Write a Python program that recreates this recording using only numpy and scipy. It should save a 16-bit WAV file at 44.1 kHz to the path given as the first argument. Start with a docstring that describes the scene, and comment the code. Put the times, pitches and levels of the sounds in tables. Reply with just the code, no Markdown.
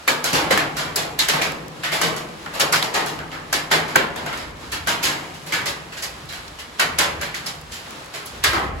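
"""Scattered hailstones bang on a sheet-metal roof above a sheltered spot in a yard.
Each stone cracks, the struck spot rings, and the clatter spreads through the panels and dies away,
treble first; the roof's resonances hum on between blows. Small pellets, ticking ice grains and
light rain fill the gaps, and a little wind rumbles on a two-port microphone."""
import sys
import numpy as np
from scipy import signal
from scipy.fft import rfft, irfft
from scipy.io import wavfile

SR = 44100
rng = np.random.default_rng(int(sys.argv[2]) if len(sys.argv) > 2 else 0)


def dump_mix(stems):
    """Bounce the given channels to the path in sys.argv[1] as a 16-bit WAV at rate SR."""
    frames = np.atleast_2d(stems).T  # one column per channel
    limited = np.clip(frames, -1, 1)  # hard clip at full scale
    pcm = np.round(limited * 32767).astype(np.int16)
    wavfile.write(sys.argv[1], SR, pcm)


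N = 388080
CONTACT_S, CONTACT_HZ = 0.0038, 3000  # attack time, and the frequency at which it holds

# Each row: start in seconds, level in dB, brightness in dB, crack in dB, spreading time in seconds,
# body in dB, bonk pitch in Hz, bonk in dB, clack pitch in Hz, clack in dB.
HAILSTONES = [(.076, -11.5, -0.5, 16, 0.0054, 1.5, 530, 5, 2195, -1),
              (.24, -16, 6.5, 16, .072, 0.5, 680, 8, 1450, 12), (.328, -8, 2, 4, 0.21, 2, 485, 8, 1992, -8),
              (.505, -9.5, -3, 14, 0.0074, -1, 526, 14.5, 1950, 8),
              (.576, -11.5, -6.5, 17, 0.015, -2.5, 670, 7, 1760, 10),
              (.766, -12.5, 0.5, 1, 0.6, -3.5, 674, 12, 2000, -8),
              (.959, -16.5, 5.5, 14, 0.049, 4, 432, 10, 1670, 9),
              (1.188, -15, 5.5, 12, 0.015, -4.5, 336, 5, 3730, 14),
              (1.283, -13, 2, 15, 0.0055, 2, 570, -4, 1870, 3),
              (1.33, -12, -2.5, -18, .46, 1.5, 910, 15, 1992, 10),
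              (1.412, -16, 1.5, -4, 0.029, -7, 644, 13, 2380, 14),
              (1.833, -13.5, -5, 1, 0.022, -8.5, 694, 3.5, 1700, -9),
              (1.916, -13.5, 2.5, -4, 0.086, -0.5, 643, 11, 2160, 7),
              (2.012, -11, 2, 14, 0.07, 0.5, 468, 14.5, 1850, 3),
              (2.163, -31.5, 7, 21.5, 0.0045, 5, 470, 13, 1360, 17),
              (2.461, -25, -23, 23.5, 0.007, -5, 787, 9, 2070, 4),
              (2.534, -20, 1, -13, 0.18, 3, 648, 4, 2020, -7),
              (2.596, -13, 2, 15.5, 0.01, 3.5, 570, 12.5, 1300, 5),
              (2.723, -12.5, 4, 17.5, 0.01, 0, 494, -6, 1460, 9),
              (2.758, -21.5, -1, 12, .009, -3, 545, 10, 1980, 4),
              (2.824, -21.5, 3.5, 20.5, .011, 6.5, 1176, 3, 1938, 3),
              (2.938, -11.5, 0, 8.5, 0.091, 2, 770, 14.5, 1700, 4),
              (3.06, -26, 7, 15, 0.051, -5, 795, 4, 1557, 12),
              (3.188, -24.5, -16, 4, 0.0047, -3, 790, 11, 1506, 11),
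              (3.317, -19.5, -9, 2, 0.12, -3, 541, 4, 1820, -9),
              (3.526, -14, 2, 15, 0.0086, -2, 645, -3, 1783, -3),
              (3.711, -8, -1, 11, 0.02, 1, 560, 6, 1540, 7.5),
              (3.877, -21, -2, -8, 0.25, 3, 685, 3, 1783, 5),
              (3.956, -8.5, -8, 24.5, .025, -1, 560, 10.5, 1540, 10),
              (4.159, -20.5, -5, 15.5, 0.11, 4.5, 572, 8, 3420, 4),
              (4.26, -17.5, -10, 17.5, .051, -3, 660, 10, 1520, 2),
              (4.326, -24.5, -5.5, 16, 0.0056, -10, 660, 1, 1370, 14),
              (4.375, -22, -2.5, 2, 0.37, -3, 666, 6, 5113, 6),
              (4.716, -19, 1, -9, 0.015, -3.5, 1261, -6, 1574, 0),
              (4.87, -11, 0.5, 5, 0.039, -2, 695, 7, 1520, 10.5),
              (5.027, -11, 6.5, -16, 0.15, -2.5, 514, -4, 2600, 9),
              (5.463, -27, 5, 10, .17, 5, 564, 11, 1826, -3),
              (5.52, -11.5, -2, -20, 0.043, -7.5, 331, 5, 2130, 8),
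              (5.656, -19, 4.5, 10, .014, 0, 478, 1, 4330, 6),
              (5.92, -31.5, 0, -8, 0.01, -3, 475, 5, 2570, 13),
              (5.968, -31.5, 6.5, 0, .0086, -10, 648, 13, 1574, 15),
              (6.022, -26.5, 9, 13, 0.0062, 2, 536, 7, 1870, 13),
              (6.287, -31, 3, -12, .016, -9, 352, -2, 3984, 14),
              (6.323, -25, 1.5, 13, 0.13, -5, 734, 10, 1965, 1),
              (6.585, -30, 2, -1, 0.0081, -4, 471, 0, 2896, 13),
              (6.794, -10, -2.5, 12, 0.0021, -1.5, 435, 1, 1510, 6),
              (6.984, -8.5, .5, 17.5, 0.02, -1.5, 564, -8, 1540, -6),
              (7.211, -17.5, -2, 14, 0.035, -6.5, 584, 9, 1620, 8),
              (7.342, -23.5, 1, 4, 0.015, -8, 335, 11, 1734, 4),
              (7.458, -27, 7.5, 7, 0.0072, 1.5, 867, 0, 5150, 14),
              (7.714, -28, 10.5, -9, 0.54, -8, 666, -7, 1808, -2),
              (8.135, -23, 1.5, -26, 0.07, -3, 670, 11, 4000, -3),
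              (8.257, -48.5, 21, 6, 0.0025, -3, 875, 13, 1618, 11),
              (8.437, -6.5, -2, 14, 0.02, -7.5, 400, -1, 1327, 2),
              (8.529, -10.5, -9, 11, 0.097, 1.5, 335, 8, 1520, 2)]
# Clatter spectrum. Each row: frequency in Hz, density in dB per Hz.
ROOF_SPECTRUM = [(40, -59), (100, -50.5), (150, -45), (220, -46), (320, -40.5), (560, -40), (900, -40.5),
                 (1500, -39.5), (2800, -41.5), (4400, -43), (6400, -48), (9000, -53), (12500, -53.5),
                 (15500, -64.5)]
# Panel decay. Each row: band centre in Hz, t60 in seconds, crack share in dB, after-ring share in dB.
ROOF_BANDS = [(162, 0.66, -34, -0.5), (373, 0.43, -11, -6.5), (503, 0.81, -22, -15.5),
              (1395, 0.51, -8, -26), (2550, 0.33, -18.5, -13.5), (3550, 0.34, -33, -34),
              (5700, 0.28, -16.5, -22), (12240, 0.26, -11, -23)]


def roof_clatter(stones, panel_s=0.1, after_ring_ratio=2.86, shatter_db=-1.5, splinter_db=4, uneven_db=3):
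    """Each stone excites dense panel modes: a crack, a swell as the waves spread, then a decay."""
    size = 49152
    t, hz = np.arange(size) / SR, np.fft.rfftfreq(size, 1 / SR)
    centre_hz, t60_s, crack_share_db, after_db = np.array(ROOF_BANDS).T[:, :, None]
    octave, band_octaves = np.log2(hz + 1), np.log2(centre_hz[:, 0])
    band_split = np.sqrt([np.interp(octave, band_octaves, band) for band in np.eye(len(ROOF_BANDS))])
    # The struck panel dies quickly; the rest of the roof rings on.
    panel = from_db(-60 * t / t60_s) ** 2
    after_ring = from_db(after_db - 60 * t / (t60_s * after_ring_ratio)) ** 2
    decay = (panel + after_ring) * np.minimum(1, 10 * (1 - t / t[-1]))
    roof_db = curve(ROOF_SPECTRUM, hz)
    out = np.zeros((2, N))
    for start_s, db, bright_db, crack_db, spread_s, body_db in stones[:, :6]:
        colour_db = roof_db + curve([(300, thud_db(spread_s)), (1500, 0), (6000, bright_db)], hz)
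        colour_db += curve([(120, 0), (250, body_db), (850, body_db), (1400, 0)], hz)
        # Every spot favours its own resonances.
        colour_db += uneven_db * np.interp(hz, np.linspace(0, SR / 2, 700), rng.standard_normal(700))
        modes = irfft(noise_spectra(db + colour_db, size)[:, None] * band_split)
        # A slower swell is raised to keep its energy.
        swell = (1 - np.exp(-t / max(spread_s, 1 / SR))) * (1 + spread_s / panel_s)
        # Heavier stones take longer to break up.
        crack_peak_s = 0.003 * 2 ** ((db + 7) / 24.5)
        crack = (pulse(t / crack_peak_s) * from_db(crack_db + shatter_db * drift(size, 670))) ** 2
        crack += splinters(t) * from_db(splinter_db) ** 2
        envelope = np.sqrt(decay * swell + from_db(crack_share_db) ** 2 * crack)
        attack = wave_arrivals(centre_hz)
        envelope[:, :attack.shape[1]] *= attack
        add(out, start_s, (modes * envelope).sum(1))
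    return out


def thud_db(spread_s, typical_db=-5.5, db_per_doubling=0.52, typical_s=0.053):
    """Bass of a stone: the farther off it lands, the longer it spreads and the more bass arrives."""
    return typical_db + db_per_doubling * np.log2(np.maximum(spread_s, 1 / SR) / typical_s)


def splinters(t, count=4, within_s=0.03, snap_s=0.0011):
    """Power of the snaps as pieces of a stone strike again, the later ones weaker."""
    when, weight = rng.random((2, count, 1))
    snaps = pulse((t - within_s * when) / snap_s) * (0.5 + weight) * (1 - when / 2)
    return (snaps ** 2).sum(0)


def wave_arrivals(centre_hz, stagger=0.45, lumpy_db=2.5, lumps_hz=330, settle_s=0.025):
    """Attack per band: low bending waves come later, in uneven lumps that soon blend."""
    t = np.arange(6144) / SR
    rise_s = CONTACT_S * np.sqrt(CONTACT_HZ / np.maximum(centre_hz, CONTACT_HZ / 4))
    rise_s *= np.exp(stagger * rng.standard_normal(centre_hz.shape))
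    lumps = np.array([drift(len(t), lumps_hz) for _ in centre_hz])
    return (1 - np.exp(-t / rise_s)) * from_db(lumpy_db * lumps * np.exp(-t / settle_s))


def clacks(stones, gain_db=0.5, width_oct=0.08, rise_share=0.07, decay_s=0.035):
    """The struck spot rings with a low bonk and a high clack; distant ones rise more slowly."""
    size = 12288
    t, octave = np.arange(size) / SR, np.log2(np.fft.rfftfreq(size, 1 / SR) + 1)
    out = np.zeros((2, N))
    for start_s, db, _, _, spread_s, _, bonk_hz, bonk_db, clack_hz, clack_db in stones:
        envelope = (1 - np.exp(-t / (CONTACT_S + rise_share * spread_s))) * np.exp(-t / decay_s)
        peaks = sum(from_db(ring_db + curve(ROOF_SPECTRUM, hz)) * peak(octave, np.log2(hz), width_oct)
                    for hz, ring_db in [(bonk_hz, bonk_db), (clack_hz, clack_db)])
        add(out, start_s, irfft(noise_spectra(db + gain_db, size) * peaks) * envelope)
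    return out


def frame_scrapes(stones, lead_s=0.01, gain_db=-17, centre_hz=3000):
    """The roof's frame carries a faint scrape of each blow ahead of the airborne sound."""
    size = 2048
    age, hz = np.arange(size) / SR / lead_s, np.fft.rfftfreq(size, 1 / SR)
    colour_db = curve(ROOF_SPECTRUM, hz) - 3 * np.log2((hz + 1) / centre_hz) ** 2
    envelope = age * np.exp((1 - age ** 2) / 2)
    out = np.zeros((2, N))
    for start_s, db in stones[:, :2]:
        add(out, start_s - lead_s, irfft(noise_spectra(db + gain_db + colour_db, size)) * envelope)
    return out


# Close hits. Each row: start in seconds, level in dB, pitch in Hz, width in octaves, rise in seconds.
CLOSE_HITS = [(0.083, -8, 2210, 0.12, 0.0018), (0.331, -19.5, 190, 0.7, 0.01),
              (0.512, -24, 182, 0.17, 0.016), (0.509, -15, 530, 0.037, 0.003),
              (0.5759, -3, 1740, 0.42, 0.00037), (0.5765, -26, 6500, 1, 0.00084),
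              (0.958, -20, 4830, 0.13, 0.003), (0.9582, -17, 9500, 0.65, 0.0038),
              (1.188, -14.5, 4100, 0.21, 0.011), (1.419, -15.5, 2560, 0.71, 0.002),
              (1.519, -30, 6570, 0.96, 0.0013), (1.682, -33, 6870, 0.93, 0.00075),
              (2.02, -27, 219, 0.71, 0.013), (2.025, -17, 168, 0.032, 0.037),
              (2.602, -14, 4000, 0.8, 0.0083), (2.604, -25, 1690, 0.065, 0.012),
              (2.732, -14.5, 1360, 0.36, 0.0088), (2.758, -17, 1730, 0.84, 0.0038),
              (2.751, -30.5, 140, 0.19, 0.025), (2.4608, -32.5, 3180, 0.54, 0.0012),
              (2.8255, -14, 3750, 0.18, 0.0013), (3.1895, -28, 3260, 0.64, .0008),
              (3.3165, -32, 2970, 0.41, 0.0011), (3.955, -15, 1580, 0.12, 0.0041),
              (3.958, -19, 239, 0.81, 0.0086), (4.374, -31, 5500, 0.67, .0012),
              (6.222, -36, 148, 0.14, 0.023), (6.257, -39, 8500, 0.58, 0.00058),
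              (6.478, -36, 4000, 0.76, 0.003), (6.795, -16, 1430, 0.056, 0.004),
              (7.342, -23, 2040, 0.063, 0.0019), (7.347, -25, 6400, 0.32, 0.00072),
              (7.462, -29, 5040, 0.069, .004), (7.612, -39, 7560, 1, 0.0015), (7.86, -41, 770, .25, 0.023),
              (7.907, -35, 6500, 0.73, 0.0011), (8.044, -43, 9100, .6, .0007),
              (8.059, -41, 8000, .6, .0015), (8.257, -34.5, 11000, 0.35, .004),
              (8.44, -13, 1900, 0.75, 0.0039), (8.535, -20, 1180, .4, 0.016)]


def knocks(hits):
    """Ice on nearby hard edges and panels: thuds, knocks, pings and ticks with no tail."""
    size = 6144
    t, octave = np.arange(size) / SR, np.log2(np.fft.rfftfreq(size, 1 / SR) + 1)
    out = np.zeros((2, N))
    for start_s, db, hz, width_oct, rise_s in hits:
        envelope = pulse(t / rise_s)
        ring = irfft(noise_spectra(0, size) * peak(octave, np.log2(hz), width_oct)) * envelope
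        add(out, start_s, from_db(db) * ring * envelope.std() / ring.std())
    return out


# Whole-roof resonances. Each row: centre in Hz, width in Hz, density in dB per Hz, t60 in seconds.
ROOF_MODES = [(134.4, 4.4, -44.5, 4), (156, 10.3, -40, 4), (172, 6.7, -47, 4.1), (564, 11, -31.5, 0.23),
              (1460, 25, -62, 1)]


def roof_hum(stones, rise_samples=400):
    """The blows pump the roof's resonances, which hum on between them."""
    hz, out = np.fft.rfftfreq(N, 1 / SR), np.zeros((2, N))
    start_s, db, _, _, spread_s, body_db = stones[:, :6].T
    onsets = np.clip(start_s * SR, 0, N - 1).astype(int)
    blows = np.bincount(onsets, from_db(db + body_db + thud_db(spread_s)) ** 2, N)
    for centre_hz, width_hz, mode_db, t60_s in ROOF_MODES:
        energy = signal.lfilter([1], [1, -np.exp(-2 * np.log(1000) / (t60_s * SR))], blows)
        energy = signal.lfilter([1 / rise_samples], [1, 1 / rise_samples - 1], energy)
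        out += irfft(noise_spectra(mode_db, N) * peak(hz, centre_hz, width_hz)) * np.sqrt(energy)
    return out


def pellets(count=20, mean_db=-47, bright_db=8, crack_db=5, spread_s=0.0059, ring_db=3):
    """Small stones falling at random; rows as in HAILSTONES."""
    when, bonk, clack = rng.random((count, 3)).T
    weight, bright, crack = rng.standard_normal((count, 3)).T
    return np.column_stack(np.broadcast_arrays(
        when * N / SR, mean_db + 1.5 * weight, bright_db + 2 * bright, crack_db + 3 * crack,
        spread_s, 0, 400 * 2 ** bonk, ring_db, 1300 * 4 ** clack, ring_db))


def ice_ticks(count=14, mean_db=-51, spread_db=2.5, lowest_hz=4200, width_oct=0.5, rise_s=0.0008):
    """Ice grains ticking on the ground nearby; rows as in CLOSE_HITS."""
    when, pitch, weight = rng.random((count, 3)).T
    db, hz = mean_db + spread_db * (2 * weight - 1), lowest_hz * (1 + 2 * pitch)
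    return np.column_stack(np.broadcast_arrays(when * N / SR, db, hz, width_oct, rise_s))


# Light rain. Each row: frequency in Hz, density in dB per Hz.
RAIN_SPECTRUM = [(30, -101), (120, -76), (200, -73.5), (500, -74.5), (1200, -74), (2400, -79.5),
                 (4000, -81), (6500, -88), (10000, -91), (15500, -105)]


def rain(swell_db=2.2, drops_per_s=40, drop_db=-15, drop_spread_db=2.8, drop_s=0.002):
    """A soft wash from the yard, with single drops ticking nearby."""
    colour_db = curve(RAIN_SPECTRUM, np.fft.rfftfreq(N, 1 / SR))
    wash = irfft(noise_spectra(colour_db, N)) * from_db(swell_db * drift(N, 11))
    falls = rng.random(N) < drops_per_s / SR
    drop_power = from_db(drop_spread_db * np.minimum(rng.exponential(1, N), 4)) ** 2
    splash = signal.lfilter([1], [1, -np.exp(-2 / (drop_s * SR))], falls * drop_power)
    return wash + irfft(noise_spectra(colour_db + drop_db, N)) * np.sqrt(splash / splash.mean())


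# Wind rumble. Each row: frequency in Hz, relative density in dB.
WIND_SPECTRUM = [(15, -30), (30, -38), (45, 3.5), (65, 5), (85, 4.5), (110, -3), (180, -16), (400, -21),
                 (1500, -70)]
# Short gusts. Each row: peak time in seconds, level in dB.
WIND_GUSTS = [(0.441, -41), (3.22, -43), (3.96, -47), (4.5, -42.5), (4.82, -41), (5.7, -52), (6.98, -40),
              (7.2, -40), (7.659, -45), (8.39, -43.5), (8.52, -34), (8.741, -31)]


def wind(breeze_db=-53, wobble_db=3.5, gust_s=0.088):
    """Air rumbles on the microphone: a wavering breeze, and gusts that swell and ebb alike."""
    t = np.arange(N) / SR
    rumble = irfft(noise_spectra(curve(WIND_SPECTRUM, np.fft.rfftfreq(N, 1 / SR)), N))
    power = from_db(breeze_db + wobble_db * drift(N, 2.5)) ** 2
    for peak_s, db in WIND_GUSTS:
        power += from_db(db) ** 2 * np.exp(-((t - peak_s) / gust_s) ** 2)
    return rumble / rumble.std() * np.sqrt(power)


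# Port pair. Each row: frequency in Hz, coherence, left phase lead in radians, left minus right in dB.
PORT_RESPONSE = [(60, .9, 0, .2), (180, .9, .1, 1.2), (380, .7, .1, 2.2), (620, .25, 0, 1),
                 (1300, .06, 0, 0), (3000, .08, 0, -1.2), (6200, .1, 0, -1.3), (7100, .65, -.1, -.5),
                 (8100, .6, -1.4, -.3), (8650, .9, -2.6, 0), (9100, .99, -3.14, 0), (9500, .9, -3.65, 0),
                 (10200, .65, -4.9, 0), (11400, .98, -6.28, 0), (12000, .78, -6.6, 0),
                 (12500, .45, -7.8, 0), (13050, .9, -8.9, 0), (13600, .99, -9.42, 0), (14100, .85, -9.6, 0),
                 (14650, .4, -11, 0), (15200, .7, -12.2, 0), (15700, .97, -12.57, 0)]


def microphone_ports(sound):
    """The two ports hear the bass alike and the middle apart; in the treble one lags the other."""
    hz = np.fft.rfftfreq(N, 1 / SR)
    coherence, lead_rad, balance_db = (curve(PORT_RESPONSE, hz, column) for column in (1, 2, 3))
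    left, unrelated = rfft(sound)
    right = (coherence * left + np.sqrt(1 - coherence ** 2) * unrelated) * np.exp(-1j * lead_rad)
    lean = from_db(balance_db / 2)
    return irfft(np.array([left * lean, right / lean]))


# Stereo balance. Each row: time in seconds, left minus right in dB.
TURN_BALANCE = [(0, 0.1), (1.5, 0.1), (2.4, 0.1), (2.8, 0.5), (3.5, 0), (4.3, 0), (5.2, -0.1), (6.7, -0.4),
                (8.1, 0), (8.8, 0)]


def microphone_turn(sound):
    """The microphone turns a little, shifting the balance."""
    lean = from_db(np.interp(np.arange(N) / SR, *np.transpose(TURN_BALANCE)) / 2)
    return sound * np.array([lean, 1 / lean])


def from_db(db):
    """Decibels to gain."""
    return 10 ** (np.asarray(db) / 20)


def curve(points, hz, column=1):
    """One table column, interpolated over log frequency."""
    table = np.array(points, float)
    return np.interp(np.log(hz + 1), np.log(table[:, 0] + 1), table[:, column])


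def peak(x, centre, width):
    """Resonance curve: 1 at the centre, half at one width off."""
    return 1 / (1 + ((x - centre) / width) ** 2)


def pulse(age):
    """Rise and decay, peaking at 1 when age is 1."""
    age = np.clip(age, 0, 20)
    return age * np.exp(1 - age)


def noise_spectra(db, size):
    """Spectra of two unrelated noises at the given dB per Hz."""
    return rfft(rng.standard_normal((2, size))) * from_db(db) * np.sqrt(SR / 2)


def drift(size, rate_hz):
    """Random wobble of about unit size, rate_hz steps a second."""
    return np.interp(np.arange(size) * rate_hz / SR, np.arange(4096), rng.standard_normal(4096))


def add(mix, start_s, sound):
    """Mixes a stereo sound in at start_s."""
    part = mix[:, max(round(start_s * SR), 0):][:, :sound.shape[1]]
    part += sound[:, :part.shape[1]]


def scene():
    """Hail on the roof over rain and wind."""
    stones = np.vstack([HAILSTONES, pellets()])
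    hail = frame_scrapes(stones) + roof_clatter(stones) + clacks(stones)
    hail += knocks(np.vstack([CLOSE_HITS, ice_ticks()])) + roof_hum(stones)
    return microphone_turn(microphone_ports(hail + rain() + wind()))


def record(dry, cutoff_hz=16000):
    """Soft clipping of the loudest cracks, then a low-pass."""
    low_pass = signal.firwin(511, cutoff_hz, window=("kaiser", 9), fs=SR)
    return signal.oaconvolve(np.tanh(dry), low_pass[None], "same")


dry = scene()
out = record(dry)
dump_mix(out)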